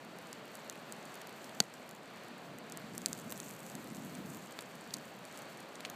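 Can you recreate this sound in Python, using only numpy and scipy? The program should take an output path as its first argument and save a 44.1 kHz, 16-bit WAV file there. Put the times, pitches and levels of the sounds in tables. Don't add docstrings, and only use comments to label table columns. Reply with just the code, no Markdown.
import sys
import numpy as np
from scipy import signal
from scipy.fft import rfft, irfft
from scipy.io import wavfile
from scipy.ndimage import uniform_filter1d

SR = 44100
rng = np.random.default_rng(int(sys.argv[2]) if len(sys.argv) > 2 else 0)


def gain_from_decibels(decibels):
    exponent = np.asarray(decibels, float) / 20
    return 10 ** exponent


def persist_wave(psi):
    counts = np.round(np.clip(psi, -1, 1) * 32767).astype(np.int16)
    wavfile.write(sys.argv[1], SR, np.atleast_2d(counts).T)


N = 262611

SPLIT_S = 1.6031
CALM_DB = -58.5
# (time [s], sizzle level [dB])
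BOILING = [(0, -68), (.9, -67.5), (1.12, -64.5), (1.32, -66.5), (1.45, -63.5), (1.8, -67.5), (2.65, -71),
           (3.05, -62.5), (3.4, -58.5), (3.7, -61), (4.3, -61), (4.6, -66), (5.0, -64), (5.15, -69),
           (5.35, -62.5), (5.5, -66), (5.95, -68.5)]


def unit(x):
    return x / np.sqrt(np.mean(x ** 2))


def curve(table):
    times, levels = np.transpose(table)
    return np.interp(np.arange(N) / SR, times, levels)


def colour(x, points):
    hz, db = np.transpose(points)
    log_gain = np.interp(np.log(np.linspace(1, SR / 2, 2049)), np.log(hz), db) * np.log(10) / 20
    cepstrum = irfft(log_gain)
    cepstrum[1:2048] *= 2
    cepstrum[2049:] = 0
    impulse = irfft(np.exp(rfft(cepstrum)))[:2048]
    return unit(signal.fftconvolve(x, impulse)[:N])


def walk(rate):
    hold = int(SR / rate)
    held = rng.standard_normal(256)[np.arange(N) // hold]
    return unit(uniform_filter1d(uniform_filter1d(held, hold), hold))


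def place(times, sounds):
    out = np.zeros(N + sounds.shape[1])
    starts = (times * SR).astype(int)[:, None]
    np.add.at(out, starts + np.arange(sounds.shape[1]), sounds)
    return out[:N]


def butter(x, order, hz, kind):
    return signal.sosfilt(signal.butter(order, hz, kind, fs=SR, output="sos"), x)


def far_water():
    # (frequency [Hz], density [dB per Hz])
    water_colour = [(60, -43), (100, -15), (224, -2), (365, -3.5), (640, -1), (854, -5), (1760, -8.5),
                    (2000, -10.5), (2400, -11), (3700, -16.5), (4600, -15.5), (4850, -22.5), (9800, -34.5),
                    (16000, -58)]
    # (time [s], level [dB])
    rush_swell = [(0, -53), (1.2, -52), (2.4, -53), (4.9, -53.5), (5.2, -54), (5.45, -52.5), (5.95, -51)]
    rush = colour(rng.standard_normal(N), water_colour)
    low = butter(rush, 1, 900, "lowpass")
    high = rush - low
    drifting = low * gain_from_decibels(0.35 * walk(3.86)) + high * gain_from_decibels(0.82 * walk(8.3))
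    return drifting * gain_from_decibels(curve(rush_swell) + 2.0)


def fanned():
    # (start [s], hold [s], roar level [dB])
    gust_table = [
        (2.54, .02, -52),
        (2.78, .1, -52),
        (2.98, 0.47, -47.5),
        (3.758, .22, -48),
        (4.07, .28, -47),
        (4.954, .05, -56),
    ]
    rise_db_s, fall_db_s = 57, 90
    t = np.arange(N) / SR
    power = gain_from_decibels(CALM_DB) ** 2
    for start, hold, db in gust_table:
        before = np.maximum(start - t, 0)
        after = np.maximum(t - start - hold, 0)
        power = power + gain_from_decibels(db - rise_db_s * before - fall_db_s * after) ** 2
    return 10 * np.log10(power)


def flame():
    # (frequency [Hz], density [dB per Hz])
    roar_colour = [(30, -34), (70, -11), (110, -10.5), (170, -1.5), (240, -4), (330, -10), (500, -22),
                   (900, -45.5)]
    return colour(rng.standard_normal(N), roar_colour) * gain_from_decibels(fanned() - 1.0 + 1.6 * walk(25))


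def sizzle(count=3000):
    # (frequency [Hz], density [dB per Hz])
    sizzle_colour = [(2000, -17), (4500, -17), (6000, -5), (7700, -0.5), (9000, -7), (10200, -12),
                     (12500, -5), (15000, -8.5), (16500, -47)]
    # (time [s], half length [s], rise [dB])
    steam_jets = [
        (1.44, .03, 3),
    ]
    when, pitch, cycles, size = rng.random((count, 4)).T[:, :, None]
    hz, t = 4500 * 3.3 ** pitch, np.arange(96) / SR
    db = np.minimum(-4.5 * np.log(size), 12) + 7.0 * pitch
    decay = np.exp(-hz * t / (0.36 + 1.6 * cycles ** 2))
    bursts = gain_from_decibels(db) * np.sin(2 * np.pi * hz * t) * decay
    ticks = unit(place(when[:, 0] * N / SR, bursts) * gain_from_decibels(2.2 * walk(14)))
    steam_db = 2.2 * walk(36)
    for time, half, rise in steam_jets:
        steam_db = steam_db + rise * np.exp(-((np.arange(N) / SR - time) / half) ** 2)
    steam = rng.standard_normal(N) * gain_from_decibels(steam_db)
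    return colour(gain_from_decibels(-2.5) * ticks + steam, sizzle_colour) * gain_from_decibels(curve(BOILING))


def gas_puffs():
    # (time [s], peak level [dB])
    puff_table = [(0.3297, -36), (0.698, -36), (0.9238, -37), (2.7732, -35), (2.9794, -33), (3.0845, -38),
                  (3.1302, -32.5), (3.3232, -29), (3.4015, -38), (4.5896, -25.5)]
    push_ms, rebound_ms = 0.082, 0.41
    times, db = np.transpose(puff_table)
    ms = np.arange(256) / SR * 1000

    def push(peak_ms):
        return ms / peak_ms * np.exp(1 - ms / peak_ms)

    puff = push(push_ms) - push_ms / rebound_ms * push(rebound_ms)
    return place(times - push_ms / 1000, gain_from_decibels(db)[:, None] * puff)


def faint_ticks(count=110):
    times = rng.random(count) * (N - 1) / SR
    size, spit = rng.standard_normal((count, 2)).T
    boil = curve(BOILING)
    harder = boil[(times * SR).astype(int)] - boil.mean()
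    crack_db = -45 + 3 * size + 0.62 * harder
    return np.transpose([times, crack_db, -1.5 + 4 * spit])


def burst_stems(pop_rows):
    # (centre [Hz], width [Hz])
    stem_rings = [
        (2450, 1600),
        (4200, 1400),
        (7400, 3100),
        (12700, 5000),
    ]
    times, crack_db, wall_db, tube_db, spit_db, tear_ms = np.transpose(pop_rows)
    ms = np.arange(512) / SR * 1000
    tear = rng.standard_normal((len(times), 512))
    tear *= np.exp(-ms / (.55 * tear_ms[:, None])) + gain_from_decibels(-12) * np.exp(-ms / 1.7)
    tear[:, 0] = 2.8 / tear_ms
    sound = 0
    for (hz, width), db in zip(stem_rings, (wall_db, tube_db, 0 * times, spit_db)):
        tear = -tear
        ringing = butter(tear, 2, [hz - width / 2, hz + width / 2], "bandpass")
        energy = np.sum(ringing ** 2, axis=1)
        sound = sound + ringing * (gain_from_decibels(crack_db + db - 0.23) / np.sqrt(energy))[:, None]
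    return place(times, sound)


def pops():
    # (time [s], crack [dB], stem tube [dB re crack], spit [dB re crack])
    snap_table = [(0.3297, -23, -9, -18), (0.698, -18, -9, -12), (0.9238, -21.5, -14, -8),
                  (1.1431, -30, -11, -8), (1.2174, -30.5, -9, -9), (1.272, -34, -5, 1),
                  (1.9112, -31.5, -7, -4), (2.5857, -31.5, -21, -2), (2.6988, -32, -6, -2),
                  (2.7225, -22, -15, -14), (2.7732, -24, -16, -2), (2.9509, -30, -13, -19),
                  (2.9794, -17.5, -20, -6), (3.0182, -28.5, -7, -11), (3.0601, -6, -5.5, -12),
                  (3.0845, -30, -11, -1), (3.1302, -15, -10, -13), (3.1498, -35, -4, -15),
                  (3.176, -35, -7, -2), (3.1895, -31, -9, -3), (3.3044, -27, -12, -3),
                  (3.4015, -18.5, -11, -13), (3.9482, -30, -12, -9), (3.9686, -30, -13, -13),
                  (4.2999, -35, -12, -1), (4.3473, -31, -8, -2), (4.6227, -32, -10, -5),
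                  (4.9684, -28, -8, -7), (5.3751, -29.5, -11, -5), (5.6048, -34.5, -7, -4)]
    # (time [s], crack [dB], spit [dB re crack], tearing time [ms])
    tear_table = [(0.187, -33, -6, .8), (0.5538, -29.5, 1, 1.2), (1.0543, -32, -5, 1.2),
                  (1.2937, -35, -3, .8), (1.5507, -36, -4, .7), (1.6385, -31, -11, 1.4),
                  (1.7387, -30, -5, 3.7), (1.8914, -30.5, -5, 2.0), (1.9501, -33.5, -8, .8),
                  (3.0664, -28, -12, 2.1), (3.1984, -32, -3, 1.3), (3.2959, -33, -3, 1.7),
                  (3.3126, -31, 5, 1.2), (3.326, -31, 1, 1.8), (3.377, -27.5, -6, .9),
                  (3.5099, -30, -6, 1.0), (3.603, -32, -6, 2.6), (3.6649, -30, -6, 1.3),
                  (3.6994, -29.5, -5, 1.1), (3.7525, -23.5, -9, 1.1), (3.9026, -33, -13, 2.5),
                  (4.1515, -28, -7, 1.6), (4.2593, -34.5, -6, 2.8), (4.524, -33, -4, 1.2),
                  (4.6076, -28, -4, 4.0), (4.9371, -30, -1, 1.0), (4.9404, -16, -12, 2.6),
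                  (5.2522, -30, -9, .8), (5.7553, -27.5, -28, 1.4), (5.8996, -23.5, -2, 1.1)]
    # (time [s], crack [dB], wall [dB re crack], tube [dB re crack], spit [dB re crack])
    knock_table = [(0.7556, -42, 9, -11, 2), (1.2144, -37, 6, -11, -2), (1.4436, -33, -10, -1, -3),
                   (1.4938, -36, 2, -1, -13), (3.323, -23, -4, -12, 2), (3.5042, -36, 4, -6, 2),
                   (4.5899, -28, 2, 5.5, -14), (4.9073, -42, -4, 13.5, -19), (4.9394, -23.5, -17, 8.5, -10),
                   (4.9462, -30, -14, -3, -23), (4.9501, -37, -7, 2, -13), (5.8059, -30, 4, -3, -9),
                   (5.85, -24.5, 8.5, -1, -28), (5.8533, -29.5, 6, 4, -24), (5.8586, -31, 3, -4, -25)]
    # (time [s], crack [dB], spit [dB re crack])
    tick_table = [(0.2709, -36, -11), (0.5714, -40, 2), (0.7256, -36, -5), (1.155, -35, 2),
                  (1.6255, -37, -6), (1.9635, -40, -6), (2.0323, -43, -7), (2.058, -40, -20),
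                  (2.161, -41, -3), (2.1725, -40, -4), (2.2362, -40, 0), (2.3814, -41, -2),
                  (2.9363, -36, -10), (3.0969, -37, -2), (3.3696, -36, -7), (3.4621, -35, -12),
                  (3.49, -36, 0), (3.5652, -37, -1), (3.5923, -36, -3), (3.7175, -35, -7),
                  (3.8737, -35, -4), (4.3711, -36, 4), (4.7548, -36, -2), (4.8107, -35, -7),
                  (4.9843, -34, -4), (5.0545, -37, -3), (5.326, -34, -10), (5.3902, -35, 0),
                  (5.4207, -34.5, -2), (5.5736, -35, -11)]
    rows = [(s, crack, -15, tube, spit, .5) for s, crack, tube, spit in snap_table]
    rows += [(s, crack, -11, -11, spit, ms) for s, crack, spit, ms in tear_table]
    rows += [(*knock, 1.2) for knock in knock_table]
    rows += [(s, crack, -27, -8, spit, .6) for s, crack, spit in list(tick_table) + list(faint_ticks())]
    return burst_stems(rows)


def struck(modes, start):
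    t = np.maximum(np.arange(N) / SR - start, 0)
    out = np.zeros(N)
    for hz, db, t60 in modes:
        out += gain_from_decibels(-11 + db) * np.sin(2 * np.pi * hz * t) * np.exp(-np.log(1000) * t / t60)
    return out


def scatter(x):
    spray_db, start_ms, fade_ms = -11, .5, 1.8
    ms = np.arange(600) / SR * 1000
    spray = rng.standard_normal(len(ms)) * np.exp(-ms / fade_ms) * (ms > start_ms)
    spray /= np.sqrt(np.sum(spray ** 2))
    return x + gain_from_decibels(spray_db) * signal.fftconvolve(x, spray)[:N]


def big_crack():
    # (frequency [Hz], level [dB], t60 [s])
    crack_modes = [(3800, -39, .008), (4540, 0, 0.0098), (5440, -6, 0.0038), (6320, -1, 0.0042),
                   (7240, -2, 0.0024), (8500, -22, 0.0051), (11600, -19, 0.002), (14300, -31, .004)]
    # (frequency [Hz], level [dB], t60 [s])
    body_modes = [(215, -15.5, 0.038), (417, -16, 0.011), (750, -12, 0.014), (1500, -12, 0.010),
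                  (1970, -16, 0.0094)]
    crack = butter(struck(crack_modes, SPLIT_S), 2, 3100, "highpass")
    knock = butter(struck(body_modes, SPLIT_S + 0.39 / 1000), 2, 140, "highpass")
    return scatter(crack) + knock


def scene():
    return (far_water() + flame() + sizzle() + gas_puffs() + pops() + big_crack())[None]


def band_limit(x):
    return signal.sosfilt(signal.butter(12, 16470, fs=SR, output="sos"), x)


def record(dry):
    duck_db, recovery_s = -2, 0.4
    after = np.arange(N) / SR - SPLIT_S - .02
    onset = np.clip(after / 0.01, 0, 1)
    x = dry * gain_from_decibels(duck_db * np.exp(-np.maximum(after, 0) / recovery_s) * onset)
    x = butter(x, 4, 112, "highpass")
    hum = unit(butter(rng.standard_normal(N), 1, 300, "lowpass"))
    x = x + gain_from_decibels(-82.5 + 0.44 * (fanned() - CALM_DB)) * hum
    x = signal.sosfilt(signal.ellip(6, .5, 26, 15250, fs=SR, output="sos"), x)
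    return band_limit(x)


dry = scene()
out = record(dry)
persist_wave(out)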